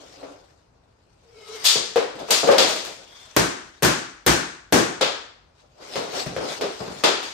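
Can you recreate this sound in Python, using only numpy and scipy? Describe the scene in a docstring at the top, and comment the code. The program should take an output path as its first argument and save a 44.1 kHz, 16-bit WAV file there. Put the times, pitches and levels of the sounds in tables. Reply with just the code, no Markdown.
"""Knocks and slides on a kitchen floor

Two kneeling players knock short plastic sticks and a ball on a hard floor; one slaps the boards in a steady beat.
Blows are noise cracks, coloured by resonances, with early reflections and a reverberant tail of the bare room.
Sliding cloth, blades and knees are fluctuating noise; a juddering creak, a thin squeak and droning boards
are narrow bands of noise, over a quiet room tone. An overall tone colour, unequal left and right, and a limiter follow.
"""
import sys
import numpy as np
from scipy import signal
from scipy.fft import rfft, irfft, next_fast_len
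from scipy.io import wavfile
from scipy.ndimage import uniform_filter1d, minimum_filter1d, map_coordinates

SR = 44100
rng = np.random.default_rng(int(sys.argv[2]) if len(sys.argv) > 2 else 0)


def undo_db(level):
    """Turn decibels back into plain size, where 20 dB means ten times bigger."""
    steps = np.asarray(level, float) / 20
    return 10 ** steps


def put_to_file(sound):
    """Save the sound as 16-bit audio at rate SR, in the file named by the first command-line argument."""
    columns = np.atleast_2d(sound).T  # one column per channel
    safe = np.clip(columns, -1, 1)
    whole_steps = np.round(safe * 32767)
    wavfile.write(sys.argv[1], SR, whole_steps.astype(np.int16))


N = 323253  # length in samples

# standing waves of the room: (frequency [Hz], width [Hz], peak gain [dB])
ROOM_MODES = [(62, 15, 15), (130, 27, 9), (169.7, 48, 5), (278.4, 16, 4), (560, 31, 0), (702, 40, 0.5)]


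def knocks():
    """Impact on hollow bodies: one firm push more than a crackle, then decaying tones of the body and the floor."""
    # shaft, knee and glove; levels before the trims below, the last two against the knock:
    # (time [s], knock level [dB], pitch [Hz], floor thud level [dB], clack level [dB])
    knock_rows = [(0.23, -24.5, 570.8, -51, -14.5), (1.756, -14, 451.5, -15.5, -8),
                  (1.959, -5.5, 473, -30.5, -8.5), (1.971, -10.5, 464, -29, -8.5),
                  (2.155, -30, 319, -11, -2.66), (2.286, -15.5, 459, -52, -18), (2.433, -19, 559, -18, -12),
                  (2.474, -4, 476, -32, -9), (2.489, 1.5, 562, -30, -28), (2.5135, -4.5, 532, -40.5, -6),
                  (2.544, -15, 547, -33.5, -9), (2.602, -11, 520, -30, -8), (2.761, -21.5, 620, -19, 7),
                  (3.271, -44, 636, -21, -9), (5.01, -10.5, 525, -33, -1.5), (5.957, -14.5, 557, -13, -0.3),
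                  (6.153, -37, 524, -8.5, 9.5), (6.262, -24.5, 646, 7, 0.1), (6.364, -13.5, 527, -15, -11),
                  (6.611, -11, 420, -28, -3.5), (6.649, -21, 393.5, -42, -29.5),
                  (6.805, -23.5, 437, -3, -13), (6.879, -25, 455, 0.26, -13), (7.039, -5, 386, -27, -11)]
    total = np.zeros((2, N))
    for s, db, hz, thud, clack in knock_rows:
        middle = -1.5 + 0.143 * thud  # heavier knocks carry more middle
        parts_db = db - 15 + np.array([thud - 1.5, 0, middle, clack + 3, clack - 22])
        total += blow(s, parts_db, [(hz, 90, 9)], rise=0.00085, push_db=23)
        total += hollow(s, db - 10.5, hz, t60=0.1174)
        total += hollow(s + 0.004, db + thud - 11, hz=128, t60=0.12)  # the floor
    return total


def clacks():
    """Impact of hard plastic on plastic and on the ball: a broadband crack coloured by the modes of the shaft."""
    # levels before the trims below, the last two against the clack:
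    # (time [s], clack level [dB], body level [dB], snap level [dB])
    clack_rows = [(2.1899, -31, -7, -23), (2.306, -5, -13, -14), (2.5815, -3, -10.5, -22.5),
                  (2.6896, -19, -13, -16.5), (2.849, -27.5, -8, -14.5), (5.0114, -9.5, -3.5, -29),
                  (5.5793, -52, -10, -36), (6.132, -31, 8.5, -22), (7.0375, -5.5, -4.5, -25.5),
                  (7.229, -23, -7, -24)]
    # the struck shaft rings: (frequency [Hz], width [Hz], peak gain [dB])
    shaft_modes = [(1300, 110, 3.5), (2606, 81, 2.5), (3426, 480, 5.5), (4590, 550, 2), (4920, 200, 4),
                   (6900, 760, 3)]
    start_s, gap_s, body_db, snap_db = 1.6428, 0.0087, -27, -19.5  # a stick pulled free chatters
    rattle = [(start_s + k * gap_s, db, body_db, snap_db) for k, db in enumerate([-11.5, -4, -5, -4.5, -8.5])]
    total = np.zeros((2, N))
    for s, db, body, snap in rattle + clack_rows:
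        middle = -2 + 0.64 * body  # the middle follows the body in part
        parts_db = db - 9 + np.array([body - 26.5, body + 3, middle, 0, snap + 2])
        total += blow(s, parts_db, shaft_modes, rise=0.0025, push_db=20.5)
    return total


def slaps():
    """Flat impact of a blade, often heel first: a crack coloured by the blade's modes, and two decaying tones."""
    # levels before the trims below: (time [s], clack level [dB], body level against the clack [dB])
    slap_rows = [(3.3646, -11, -2.5), (3.8233, -19.5, 2), (3.8306, -12, -7), (3.8479, -14.5, -7),
                 (4.2638, -11.5, -6.5), (4.2768, -12, -5.5), (4.7244, -10.5, 1.5), (4.7312, -14, -0.2)]
    # the slapped blade rings: (frequency [Hz], width [Hz], peak gain [dB])
    blade_modes = [(345, 77, 7.5), (1320, 120, -1), (1575, 320, 3), (6170, 1300, 3)]
    total = np.zeros((2, N))
    for s, db, body in slap_rows:
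        parts_db = db - 6.5 + np.array([-8, body + 3, -0.03, 0, -11.5])
        total += blow(s, parts_db, blade_modes, rise=0.00086, push_db=19.5)
        total += hollow(s, db + body - 4.5, hz=493.9, t60=0.082)
        total += hollow(s, db - 21.5, hz=1556, t60=0.3)
    return total


def blow(s, parts_db, modes, rise, push_db):
    """Room impulse response: a crack comes direct, then as early reflections, then as decaying reverberation."""
    # thud, knock, slap, clack, snap: (frequency [Hz], width over which the power is spread [Hz])
    part_bands = [(130, 150), (460, 550), (1400, 1100), (4300, 5800), (12000, 6500)]
    # gain of the straight path, ahead of the blow's colour: (frequency [Hz], gain [dB])
    direct_gain = [(100, -22), (400, -3), (2000, 0), (7000, 4), (12000, 13)]
    t = np.arange(int(0.9 * SR)) / SR
    onset = 1 - np.exp(-t[:800] / rise)
    crack = undo_db(8.0 - 60 * t[:800] / 0.0074) * onset * rng.standard_normal(800)
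    crack[20:28] += undo_db(push_db) / 8  # the contact itself, a fifth of a millisecond

    walls = np.zeros((2, 2000))  # nine reflections on each side
    delay = rng.integers(120, 2000, (2, 9))
    for side in range(2):
        walls[side, delay[side]] = undo_db(-6.5 - 60 * delay[side] / SR / 0.45) * rng.choice([-1, 1], 9)
    reflections = signal.fftconvolve(crack[None], walls, axes=1)

    answer = diffuse(len(t)) * (1 - np.exp(-t / 0.0008))
    answer[:, :2799] += filtered(reflections, lambda hz: hz / (hz + 300))
    answer = dying(answer) * (t > 0.002)
    direct = filtered(np.pad(crack, (0, 1200)), lambda hz: causal(along(direct_gain, hz)))
    answer[:, :2000] += direct

    part_hz, part_width = np.transpose(part_bands)
    density = np.transpose([part_hz, parts_db - 10 * np.log10(part_width / (SR / 2))])

    def colour(hz):
        deep_bass_cut = 14 * np.log2(1 + 50 / (hz + 1))
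        return causal(along(density, hz) + peaks_db(ROOM_MODES + modes, hz) - deep_bass_cut)

    return np.pad(filtered(answer, colour), ((0, 0), (round(s * SR), N)))[:, :N]


def hollow(s, db, hz, t60):
    """Damped free vibration: a struck body's sine decays exponentially, out of step on the two sides."""
    t = np.arange(SR // 4) / SR
    envelope = undo_db(db - 60 * t / t60) * (1 - np.exp(-t / 0.0011))
    ring = envelope * np.sin(2 * np.pi * hz * t + rng.uniform(-1.1, 1, (2, 1)))
    return np.pad(ring, ((0, 0), (round(s * SR), N)))[:, :N]


def strokes():
    """Sliding friction: cloth and blades hiss over the boards as noise that catches and lets go unevenly."""
    # peak level before the flutter, signs of the times ignored:
    # (peak time [s], level [dB], time to gain 20 dB [s], time to lose 20 dB [s])
    stroke_rows = [(0.2, -50.5, 6, 0.42), (1.236, -67, -0.6, 2.95), (1.55, -38, 0.1883, 0.73),
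                   (1.655, -27, 0.03, 0.22), (2.206, -56, -0.3, 3), (2.33, -22, 0.0428, 0.22),
                   (2.524, -29, 0.0454, 0.04), (2.648, -25, 0.19, 0.28), (3.2, -48.5, 0.4, 0.93),
                   (5.6, -62, .1, 0.2), (5.83, -46, -0.05, 3), (5.96, -35.5, 0.13, .3),
                   (6.188, -27, 0.11, 0.16), (6.53, -29, 0.1742, 0.1), (6.63, -42.5, -0.06, -0.5),
                   (6.808, -42, -0.2, 10)]
    # relative density: (frequency [Hz], level per Hz [dB])
    hiss_density = [(410, -40.5), (700, -6.5), (1940, -3), (4990, -4.5), (9230, -18.5), (10100, -26.5),
                    (12500, -27.5), (13700, -35.5), (14600, -22), (16000, -42)]
    fidget = undo_db(-78.5)  # the players are never quite still
    flutter = undo_db(1.2 * wobble(60) + 0.88 * wobble(400))
    return (swells(stroke_rows) + fidget) * flutter * rush(hiss_density, patchy_db=2.5)


def scuffs():
    """Friction exciting resonances: pushed knees rub lower than cloth and wake the standing waves."""
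    # peak level before the flutter, signs of the times ignored:
    # (peak time [s], level [dB], time to gain 20 dB [s], time to lose 20 dB [s])
    scuff_rows = [(0.0, -48.5, .1, 0.35), (0.248, -41.5, 0.098, 0.21), (1.414, -55, 0.17, 0.17),
                  (1.512, -46, .03, 0.259), (1.645, -41, 0.067, 0.027), (2.206, -36.5, 0.076, 0.19),
                  (2.312, -26.5, .015, 0.13), (2.432, -22, 0.0067, .08), (2.5, -19.5, 0.06, 0.11),
                  (2.59, -23, .012, 0.26), (3.2, -60.5, 0.83, .9), (5.66, -63, 0.12, 0.0205),
                  (5.82, -45.5, 0.056, 2.6), (5.962, -30.5, 0.022, 0.32), (6.19, -36, 0.215, 0.45),
                  (6.44, -29.5, 0.096, 0.2), (6.63, -27, .035, 0.11), (6.808, -34.5, .025, 0.332)]
    # relative density before the standing waves: (frequency [Hz], level per Hz [dB])
    rub_density = [(65, -36.5), (110, -29), (354, -5), (387, -2), (690, -1), (850, -6.5), (1250, -11),
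                   (1500, -9.5), (1950, -50), (3300, -120)]
    fidget = undo_db(-68)
    flutter = undo_db(1.8 * wobble(25))
    knees = filtered(rush(rub_density, patchy_db=1), lambda hz: undo_db(peaks_db(ROOM_MODES, hz)))
    return (swells(scuff_rows) + fidget) * flutter * unit(knees)


def creak():
    """Stick-slip judder of a dragged knee: a rough tone whose mostly odd overtones grow as the drag firms up."""
    # (time [s], pitch [Hz], level [dB], level of the overtones against the tone [dB])
    creak_rows = [(1.22, 487.8, -72, -31), (1.3, 475, -57.5, -25), (1.37, 436, -54, -7),
                  (1.44, 425, -54.5, 1), (1.5, 424, -47.5, -4.5), (1.545, 449.3, -41, -5),
                  (1.59, 411, -48.5, -6), (1.63, 407, -62.5, -6)]
    # (multiple of the pitch [ratio], level before the overtones' common level [dB])
    overtone_rows = [(2, -11.5), (3, -3.5), (5, -0.5), (7, -8), (9, -4), (12, -9)]
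    hz = curve(creak_rows, index=1, off=440.0)
    overtones = sum(undo_db(db) * narrow(k * hz, width=80) for k, db in overtone_rows)
    tone = narrow(hz, width=70) + undo_db(curve(creak_rows, index=3)) * overtones
    return wet(undo_db(curve(creak_rows, index=2)) * tone, room_db=-3.5)


def squeak():
    """Narrow-band friction noise: a thin squeak of fabric, swelling and fading."""
    # level before the -5.5 dB trim:
    # (peak time [s], level [dB], time to gain 20 dB [s], time to lose 20 dB [s])
    squeak_rows = [(3.14, -46.5, .2, 0.35)]
    band = narrow(3400, width=600)
    return wet(swells(squeak_rows, hold=0.049) * undo_db(-5.5) * band, room_db=-2.5)


def drone():
    """Resonance under load: the boards sound two fuzzy tones as a player shifts weight."""
    # (peak time [s], level of the lower tone [dB])
    shift_rows = [(0.018, -57.5), (0.244, -46)]
    # lower and upper tone: (frequency [Hz])
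    drone_hz = [285, 557.5]
    low, upper = (narrow(hz, width=50) for hz in drone_hz)
    rise_s, fall_s, upper_db = 0.085, 0.102, 4  # times for 20 dB; upper tone over the lower
    load = swells([(s, db, rise_s, fall_s) for s, db in shift_rows])
    return wet(load * (low + undo_db(upper_db) * upper), room_db=-4.5)


def room_tone():
    """Diffuse background field: steady noise, strongest in the bass."""
    # relative density: (frequency [Hz], level per Hz [dB])
    still_density = [(15, -62.5), (25, -22), (30, -12.5), (43, -2.5), (97, -5.5), (153, -11.5), (217, -20),
                     (242, -16), (363, -20), (936, -16.5), (2610, -29.5), (5430, -43.5), (16000, -64.5)]
    return undo_db(-61.5) * rush(still_density, patchy_db=0.6)


def rush(spectrum, patchy_db):
    """Shaped random noise: a diffuse field of rms 1 with random gain in patches of time and frequency."""
    z = signal.stft(diffuse(N), nperseg=512)[2]
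    field = uniform_filter1d(rng.standard_normal(z.shape[1:]), 6, 0)
    field = uniform_filter1d(field, 8, 1)
    pair = signal.istft(z * undo_db(patchy_db * unit(field)), nperseg=512)[1][:, :N]
    return unit(filtered(pair, lambda hz: undo_db(along(spectrum, hz))))


def narrow(hz, width):
    """Quadrature modulation: a line of rms near 1, noise about width Hz wide around a moving pitch."""
    phase = 2 * np.pi * np.cumsum(hz * np.ones(N)) / SR
    return wobble(width) * np.sin(phase) + wobble(width) * np.cos(phase)


def swells(rows, hold=0):
    """Power summation of independent strokes that rise to a peak, hold and fall, straight in dB."""
    t = np.arange(N) / SR
    power = np.zeros(N)
    for s, db, rise, fall in rows:
        before = np.maximum(s - t, 0) / abs(rise)
        after = np.maximum(t - s - hold, 0) / abs(fall)
        power += undo_db(db - 20 * (before + after)) ** 2
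    return np.sqrt(power)


def wet(x, room_db):
    """Superposition of a small sound and its reverberation, by convolution with decaying noise."""
    tail = dying(diffuse(SR // 2))
    tail = tail / np.linalg.norm(tail[0])
    return x + undo_db(room_db) * signal.fftconvolve(x[None], tail, axes=1)[:, :N]


def dying(x):
    """Frequency-dependent absorption: each frequency decays exponentially at the room's own speed."""
    # (frequency [Hz], time to fall by 60 dB [s])
    decay_times = [(60, 0.2), (160, 0.47), (320, 0.5056), (600, 0.46), (1000, 0.573), (1600, 0.65),
                   (2900, 0.5636), (7700, 0.53), (13000, 0.25)]
    hz, t, z = signal.stft(x, SR, nperseg=512)
    fade = undo_db(-60 * t / along(decay_times, hz)[:, None])
    return signal.istft(z * fade, SR, nperseg=512)[1][:, :x.shape[1]]


def diffuse(size):
    """Spatial coherence: stereo noise of rms 1, alike in the bass and unrelated above."""
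    # left-right correlation: (frequency [Hz], correlation [0-1])
    coherence = [(60, 0.96), (150, 0.95), (350, .25), (700, 0), (5000, 0), (12000, 0)]

    def split(hz):
        turn = np.arccos(np.clip(along(coherence, hz), -1, 1)) / 2
        return [np.cos(turn), np.sin(turn)]

    mid, side = filtered(rng.standard_normal((2, size)), split)
    return np.array([mid + side, mid - side])


def peaks_db(modes, hz):
    """Lorentzian resonances: the gain of modes standing over a flat response."""
    rise = sum((undo_db(db) ** 2 - 1) * w * w / (w * w + 4 * (hz - c) ** 2) for c, w, db in modes)
    return 10 * np.log10(1 + rise.clip(-0.9))


def causal(db):
    """Minimum phase by folding the cepstrum, so nothing sounds before the blow."""
    c = irfft(db * np.log(10) / 20)
    c[1:len(db) - 1] *= 2
    c[len(db):] = 0
    return np.exp(rfft(c))


def filtered(x, response):
    """Linear filtering: the spectrum of x times a response of frequency."""
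    m = 2 * next_fast_len(x.shape[-1] // 2 + 4096)
    return irfft(rfft(x, m) * response(np.fft.rfftfreq(m, 1 / SR)), m)[..., :x.shape[-1]]


def wobble(rate):
    """Band-limited random modulation: a smooth curve through rate random knots a second."""
    return map_coordinates(rng.standard_normal(int(N * rate / SR) + 4), [np.arange(N) * rate / SR])


def curve(rows, index, off=-120):
    """Linear interpolation in time: one column of a table per sample, off outside it."""
    rows = np.array(rows)
    return np.interp(np.arange(N) / SR, rows[:, 0], rows[:, index], off, off)


def along(points, hz):
    """Interpolation on a logarithmic frequency axis: (frequency, value) points read at hz."""
    f, v = np.transpose(points)
    return np.interp(np.log(hz + 1), np.log(f + 1), v)


def unit(x):
    """Normalisation of mean power: x scaled to rms 1."""
    return x / np.sqrt(np.mean(x ** 2) + 1e-20)


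def scene():
    """Linear superposition of the blows, the sliding, the tones and the room tone."""
    hits = knocks() + clacks() + slaps()
    sliding = strokes() + scuffs()
    return hits + sliding + creak() + squeak() + drone() + room_tone()


def tone_colour(x):
    """Linear filtering: an overall tone colour, unequal left and right, and the treble dips deeply at a few
    narrow places."""
    # (frequency [Hz], gain [dB])
    shared_gain = [(30, -2), (200, 3), (2000, -2.5), (7000, 0), (9500, 3), (10500, -6.5), (11800, 7),
                   (13000, -5), (14000, -28), (15300, 3), (16200, -28.5), (17000, -56.5)]
    # (frequency [Hz], left minus right [dB])
    left_over_right = [(60, 2.5), (130, 1.5), (290, 1), (640, 3), (1410, 2.5), (3100, 3), (6820, 10.5),
                       (15000, -8)]
    return filtered(x, lambda hz: undo_db(along(shared_gain, hz) + np.outer([0.5, -0.5], along(left_over_right, hz))))


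def limiter(x):
    """Gain reduction with look-ahead: loud blows are turned down, both sides alike."""
    need = np.minimum(1, undo_db(-1.2) / (np.abs(x).max(0) + 1e-9))
    held = minimum_filter1d(need, size=501, origin=190)  # 60 samples ahead, 440 after
    return x * uniform_filter1d(held, size=101)


def band_limit(x):
    """A steep low-pass at the top of the band."""
    return signal.sosfilt(signal.butter(12, 16970, fs=SR, output="sos"), x)


def record(dry):
    """Signal chain: the overall tone colour, then a limiter on the loud blows."""
    mix = limiter(tone_colour(dry))
    return band_limit(mix)


dry = scene()
out = record(dry)
put_to_file(out)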